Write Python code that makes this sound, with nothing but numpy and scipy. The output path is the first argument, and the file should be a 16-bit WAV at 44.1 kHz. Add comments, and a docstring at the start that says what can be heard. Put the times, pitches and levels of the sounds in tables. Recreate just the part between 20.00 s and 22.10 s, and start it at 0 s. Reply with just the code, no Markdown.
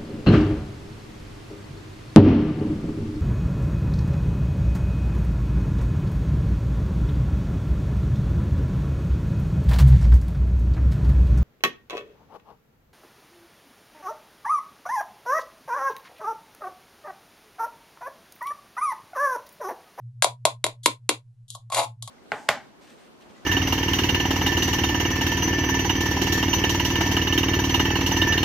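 """A small kitchen, close by: a wire-mesh sieve is knocked five times over a bowl, two of the knocks doubled.
Each knock is a noise burst of wire collisions in four frequency ranges, with decaying sine tones;
it excites the resonant modes of the frame. The sieve then ticks and scrapes as it is shifted: short bursts
and grains of friction. The bowl and the room add decaying noise responses.
Two low motor tones beat against each other underneath, over faint rumble and hiss."""
import sys
import numpy as np
from scipy import signal
from scipy.fft import rfft, irfft
from scipy.io import wavfile
from scipy.ndimage import uniform_filter1d

SR = 44100
rng = np.random.default_rng(int(sys.argv[2]) if len(sys.argv) > 2 else 0)


def digitize_waveform(pressure):
    """Quantize a signal to 16-bit integers and store it at the path in sys.argv[1].

    Rows of a 2-D input are taken as channels; values are limited to [-1, 1].
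    """
    field = np.atleast_2d(pressure).T
    bounded = np.clip(field, -1, 1)
    quanta = np.round(bounded * 32767).astype(np.int16)
    wavfile.write(sys.argv[1], SR, quanta)


N = 92610
T = np.arange(N) / SR

# background spectrum: f/Hz, relative density level/dB
BACKGROUND_SPECTRUM = [(20, 11), (33, 1), (55, -6.5), (120, 13.5), (205, -2.5), (260, -17.5), (500, -18.5),
                       (2000, -27), (12000, -31), (20000, -55.5)]
BACKGROUND_DB, BACKGROUND_SIDE = -67, 0.49   # rms level of the part common to both ears; share of the difference

# upper motor tone: t/s, f/Hz, level/dB
UPPER_MOTOR_TONE = [(0, 122.3, -37.5), (.22, 121.4, -41.5), (.255, 121, -48.5), (.3, 123, -42),
                    (.66, 119.4, -43), (.9, 121.3, -45), (1.35, 121.9, -50), (1.7, 120, -46.5),
                    (2.1, 121.7, -42.5)]
# lower motor tone: t/s, level/dB against the upper one
LOWER_MOTOR_TONE = [(0, -3), (.35, -8), (.55, -7), (.8, -9.5), (1, -3.5), (1.18, -3.5), (1.4, -1.5),
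                    (2.1, 2)]
BEAT_HZ, BEAT_NULL_S = 8.17, 1.355   # difference frequency; an instant when the tones oppose

# spectrum of the kitchen reflections: f/Hz, level/dB
ROOM_SPECTRUM = [(200, -0.5), (320, -1.5), (450, -1), (650, -8), (1000, -4.5), (1600, -16), (2400, -11),
                 (3600, -10), (6000, -12.5), (8000, -14.5), (12000, -17)]
# spectrum of the difference between the ears: f/Hz, level/dB added to the room spectrum
ROOM_SIDE_SPECTRUM = [(300, -19.5), (650, -7.5), (1100, 3.5), (2500, 2)]
ROOM_DELAY_S, ROOM_FALL_DB_PER_S, ROOM_BEND_DB_PER_S2, ROOM_SIDE = 0.009, 202, 1695, 0.94
ROOM_LOW_HZ, ROOM_LOW_EXTRA_FALL_DB_PER_S = 474, 130   # the lows die sooner
BOWL_DECAY_S, BOWL_DB, BOWL_ABOVE_HZ = 0.0068, -1.5, 2600   # time constant, level, lower limit

# rustling of the mesh: start t/s, end t/s, rim level/dB, mesh level/dB
RUSTLES = [(.225, .243, -24, -20), (.832, .857, -52, -40), (1.481, 1.503, -80, -51),
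           (1.505, 1.55, -72, -48), (2.03, 2.075, -70, -52)]
# pressure of the rim scraping along the bowl: t/s, level/dB
SCRAPE_PRESSURE = [(1.718, -38.5), (1.756, -31.5), (1.77, -22.5), (1.794, -24), (1.81, -34), (1.844, -32.5),
                   (1.863, -62)]
# share of the scrape in each range: one level/dB each for thud, frame, rim, mesh
SCRAPE_RANGE_DB = [0, 13.5, 3, 0]
GRAINS_PER_S, GRAIN_SPREAD_DB = 5000, 2.5
SCRAPE_JERK_DB, SCRAPE_JERK_S = 2.5, 0.004   # greatest unevenness of the slipping; averaging time
SQUEAK_HZ, SQUEAK_DB, SQUEAK_T60_S = 856.5, 16.5, 0.17   # resonance of the bowl

# light touches as the sieve is shifted: t/s, clatter decay/ms, frame level/dB, rim level/dB, mesh level/dB
TOUCHES = [(1.503, 1.52, -35.5, -49, -7.5), (1.55, 7.4, -6.5, -30.5, -11), (1.7007, 7.6, -2.5, -18.5, -17),
           (1.722, 19, 7, 0, -3), (1.7455, 6.4, -7.5, 5, 5), (1.783, 4, 9.5, 0, -6),
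           (1.797, 2.61, 3.5, 5, -4), (1.846, 4.2, -12, -19, -17), (2.024, 7, -15, -22, -6),
           (2.0755, 6, -5, -19.5, -10.5), (2.080, 1, -37, -20.5, -22)]
TOUCH_LOWEST_HZ = 534
TOUCH_TONE_HZ, TOUCH_TONE_DB, TOUCH_TONE_T60_S = 1094, -31.5, 0.046   # level against the frame column

# knocks, each spot favouring one brief tone and one ringing mode:
# t/s, clatter decay/ms, lowest f/Hz, tone f/Hz, tone level/dB, ring f/Hz, ring level/dB,
# thud level/dB, frame level/dB, rim level/dB, mesh level/dB
KNOCKS = [(0.2227, 2.5, 380, 1630, -19, 555, -37, 5.5, 17.5, 15.5, 11.5),
          (0.2439, 1.6, 400, 733, -15, 974.5, -28.5, 14, 19.5, 11, 9.5),
          (0.4521, 3.5, 380, 651, -8, 1052, -29, 14, 21.5, 15, 12),
          (0.641, 2.5, 330, 3770, -19, 615, -32, 14, 14.5, 13.5, 7.5),
          (0.6651, 1.2, 380, 636.5, -18.5, 585, -39.5, 7, 6, 3, -2),
          (.8587, 3.07, 220, 985, -12, 1054, -30.5, 18.5, 15, 19, 14.5),
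          (1.091, 3.2, 260, 2800, -20, 586.4, -42, 19, 15.5, 17.5, 12)]
KNOCK_TONE_T60_S, KNOCK_RING_T60_S = 0.023, 0.125
CLICK_SHARE, CLATTER_RISE_S, TONE_RISE_S = 0.7, 0.00027, 0.00033
TONE_DECAY_POWER = 1.6   # above 1 the level in dB falls ever faster
TONES_ABOVE_HZ = 330

# ranges of thud, frame, rim and mesh, one row each: low f/Hz, high f/Hz
SOUNDING_RANGES = [(265, 550), (540, 1083), (1330, 2897), (3150, 11500)]
# broad resonances and dips of the sieve: f/Hz, level/dB, Q
SIEVE_RESONANCES = [(658, 2, 3.8), (980, 0.5, 4), (1710, -7, 4.8), (2110, 3.5, 18), (3380, 5, 5),
                    (4070, 3, 15), (5660, -6.5, 3), (6860, 5, 13), (8700, -0.5, 11), (11040, 1, 2.8)]
# ringing modes of the frame: f/Hz, level/dB
FRAME_MODES = [(322, -5), (470, -9), (605, -4.5), (676, 0), (790, -12.5), (965, 4), (1066, 3), (1410, -10),
               (2262, -4), (2900, -15.5), (3456, 1.5), (3790, -6.5), (4478, 2.5)]
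FRAME_LOW_LIMIT_T60_S, FRAME_DAMPING_HZ = 0.175, 10000   # towards 0 Hz; frequency where it has halved

LEFT_LEAD_S, PAN_DB = 0.000036, 0.76   # left ear early; up on the left and down on the right
TOP_HZ, CUTOFF_HZ = 11400, 16000


def from_db(db):
    """Logarithmic measure: decibels to amplitude gain."""
    return 10 ** (np.asarray(db) / 20)


def curve(rows):
    """Linear interpolation: the columns of a table joined by straight lines in time."""
    s, *columns = np.transpose(rows)
    return [np.interp(T, s, c) for c in columns]


def coloured(x, points):
    """Spectral shaping: gain interpolated over the logarithm of frequency."""
    size = x.shape[-1]
    hz, db = np.transpose(points)
    f = np.maximum(np.arange(size // 2 + 1) * SR / size, 1)
    gain = from_db(np.interp(np.log(f), np.log(hz), db))
    return irfft(rfft(x) * gain, size)


def above(x, hz):
    """High-pass filtering: the lows are taken away."""
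    return signal.sosfilt(signal.butter(4, hz, "high", fs=SR, output="sos"), x + 1e-18)


def resonance(x, hz, t60):
    """Damped oscillator: one mode driven by x, gain 1 at its peak."""
    r = np.exp(-np.log(1000) / (t60 * SR))
    poles = [1, -2 * r * np.cos(2 * np.pi * hz / SR), r * r]
    return (1 - r) * signal.lfilter([1, 0, -1], poles, x)


def background():
    """Stationary random noise: faint rumble and hiss, partly different in each ear."""
    mid, side = coloured(rng.standard_normal((2, N)), BACKGROUND_SPECTRUM)
    return from_db(BACKGROUND_DB) * (mid + BACKGROUND_SIDE * side * [[1], [-1]]) / mid.std()


def motor_hum():
    """Beats: two motor tones a few hertz apart interfere while drifting in pitch."""
    hz, upper_db = curve(UPPER_MOTOR_TONE)
    lower_db, = curve(LOWER_MOTOR_TONE)
    phase = 2 * np.pi * np.cumsum(hz) / SR
    lower_phase = phase - 2 * np.pi * BEAT_HZ * (T - BEAT_NULL_S)
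    return from_db(upper_db) * (np.sin(phase) - from_db(lower_db) * np.sin(lower_phase))


def kitchen(x):
    """Convolution: decaying noise with a fall that steepens by design, the lows sooner and nearly alike
    in both ears."""
    t = np.arange(SR // 4) / SR
    envelope = from_db(-ROOM_FALL_DB_PER_S * t - ROOM_BEND_DB_PER_S2 * t * t) * (t > ROOM_DELAY_S)
    mid, side = coloured(rng.standard_normal((2, len(t))), ROOM_SPECTRUM)
    side = ROOM_SIDE * coloured(side, ROOM_SIDE_SPECTRUM)
    ears = np.array([mid + side, mid - side])
    lows = signal.sosfiltfilt(signal.butter(4, ROOM_LOW_HZ, fs=SR, output="sos"), ears)
    faded_lows = lows * from_db(-ROOM_LOW_EXTRA_FALL_DB_PER_S * t)
    response = (ears - lows + faded_lows) * envelope / np.linalg.norm(envelope)
    return signal.fftconvolve(x[None], response, axes=1)[:, :N]


def bowl(x):
    """Early reflection: the bowl returns the treble differently to each ear, which widens it."""
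    t = np.arange(SR // 50) / SR
    response = rng.standard_normal((2, len(t))) * np.exp(-t / BOWL_DECAY_S)
    response /= np.linalg.norm(response, axis=1, keepdims=True)
    treble = signal.sosfilt(signal.butter(2, BOWL_ABOVE_HZ, "high", fs=SR, output="sos"), x)
    return from_db(BOWL_DB) * signal.fftconvolve(treble[None], response, axes=1)[:, :N]


def grains():
    """Dry friction: dense tiny slips of random sign and uneven size, rms 1."""
    slip_now = rng.random(N) < GRAINS_PER_S / SR
    sign = rng.choice([-1, 1], N)
    size = from_db(GRAIN_SPREAD_DB * np.minimum(rng.exponential(1, N), 4))
    x = slip_now * sign * size
    return x / x.std()


def rustling_mesh(slips):
    """Friction of wire on wire: slips drive the rim and mesh ranges for short spells."""
    drives = np.zeros((4, N))
    for start, end, rim_db, mesh_db in RUSTLES:
        rustle = slips * (T > start) * (T < end)
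        drives += np.outer([0, 0, *from_db([rim_db, mesh_db])], rustle)
    return drives


def scraping_rim(slips):
    """Jerky sliding friction: slips under varying pressure excite a resonance of the bowl, which rings on."""
    s, db = np.transpose(SCRAPE_PRESSURE)
    jerks = uniform_filter1d(rng.standard_normal(N), max(int(SCRAPE_JERK_S * SR), 1))
    level_db = np.interp(T, s, db) + SCRAPE_JERK_DB * np.tanh(jerks / jerks.std())
    scrape = from_db(level_db) * (T > s[0]) * (T < s[-1]) * slips
    drives = np.outer(from_db(SCRAPE_RANGE_DB), scrape)
    drives[1] += from_db(SQUEAK_DB) * resonance(scrape + 1e-18, SQUEAK_HZ, SQUEAK_T60_S)
    return drives


def clatter(s, decay_ms):
    """Impact: a click and a dying burst of wire collisions, together of unit energy."""
    t = np.arange(SR // 20) / SR
    envelope = np.exp(-t * 1e3 / decay_ms) * (1 - np.exp(-t / CLATTER_RISE_S))
    burst = rng.standard_normal(len(t)) * envelope
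    burst /= np.linalg.norm(burst)
    burst[int(CLATTER_RISE_S * SR)] += CLICK_SHARE
    for _ in range(2):   # even out the energy over frequency
        flat = irfft(np.exp(1j * np.angle(rfft(burst))), len(t))
        burst = flat * np.sqrt(envelope)
    return np.interp(T - round(s * SR) / SR, t, burst / np.linalg.norm(burst), left=0, right=0)


def tone(s, hz, t60):
    """Decaying vibration: a struck sine whose level in dB falls ever faster."""
    t = np.maximum(T - s, 0)
    rise = 1 - np.exp(-t / TONE_RISE_S)
    fall = np.exp(-np.log(1000) * np.minimum(t / t60, 2) ** TONE_DECAY_POWER)
    return np.sin(2 * np.pi * hz * t) * rise * fall


def touches():
    """Light impacts: clatter without thud, each with the same brief tone."""
    drives = tones = 0
    for s, ms, frame, rim, mesh in TOUCHES:
        gains = [0, *from_db([frame, rim, mesh])]
        drives = drives + np.outer(gains, above(clatter(s, ms), TOUCH_LOWEST_HZ))
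        tones = tones + from_db(frame + TOUCH_TONE_DB) * tone(s, TOUCH_TONE_HZ, TOUCH_TONE_T60_S)
    return drives, tones


def knocks():
    """Modal excitation by impact: the spot struck selects a brief tone and a ringing mode."""
    drives = tones = 0
    for s, ms, lowest_hz, tone_hz, tone_db, ring_hz, ring_db, *levels in KNOCKS:
        drives = drives + np.outer(from_db(levels), above(clatter(s, ms), lowest_hz))
        tones = tones + from_db(tone_db) * tone(s, tone_hz, KNOCK_TONE_T60_S)
        tones = tones + from_db(ring_db) * tone(s, ring_hz, KNOCK_RING_T60_S)
    return drives, tones


def in_ranges(drives):
    """Band-pass filtering: four drives confined to the thud, frame, rim and mesh ranges, then summed."""
    total = 0
    for order, edges, drive in zip((3, 3, 3, 7), SOUNDING_RANGES, drives):
        band = signal.butter(order, edges, "band", fs=SR, output="sos")
        total = total + signal.sosfilt(band, drive + 1e-18)
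    return total


def sieve(drive):
    """Resonance: broad peaks and dips colour every contact, and the modes of the frame ring on."""
    for hz, db, q in SIEVE_RESONANCES:
        w, g = 2 * np.pi * hz / SR, from_db(db / 2)
        a = np.sin(w) / (2 * q)
        zeros = [1 + a * g, -2 * np.cos(w), 1 - a * g]
        poles = [1 + a / g, -2 * np.cos(w), 1 - a / g]
        drive = signal.lfilter(zeros, poles, drive)
    rings = 0
    for hz, db in FRAME_MODES:
        t60 = FRAME_LOW_LIMIT_T60_S / (1 + hz / FRAME_DAMPING_HZ)   # high modes die sooner
        rings = rings + from_db(db) * resonance(drive, hz, t60)
    return drive, rings


def scene():
    """Superposition and binaural cues: the sieve slightly to the left, in the room, over the hum."""
    slips = grains()
    friction = rustling_mesh(slips) + scraping_rim(slips)
    touch_drives, touch_tones = touches()
    knock_drives, knock_tones = knocks()
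    tones = above(touch_tones + knock_tones, TONES_ABOVE_HZ)
    direct, rings = sieve(in_ranges(knock_drives + touch_drives + friction))
    left, right = direct + rings + tones + bowl(direct) + kitchen(direct + 0.5 * tones)
    f = np.arange(N // 2 + 1) * SR / N
    right = irfft(rfft(right) * np.exp(-2j * np.pi * f * LEFT_LEAD_S), N)   # later on the right
    ears = np.array([left * from_db(PAN_DB), right * from_db(-PAN_DB)])
    return ears + motor_hum() + background()


def record(dry):
    """Band limiting and overload: the microphone loses the top octave and clips the hardest peaks."""
    dull = signal.sosfilt(signal.butter(4, TOP_HZ, fs=SR, output="sos"), dry)
    clipped = np.clip(dull, -1, 1)
    return signal.sosfilt(signal.cheby2(12, 50, CUTOFF_HZ, fs=SR, output="sos"), clipped)


dry = scene()
out = record(dry)
digitize_waveform(out)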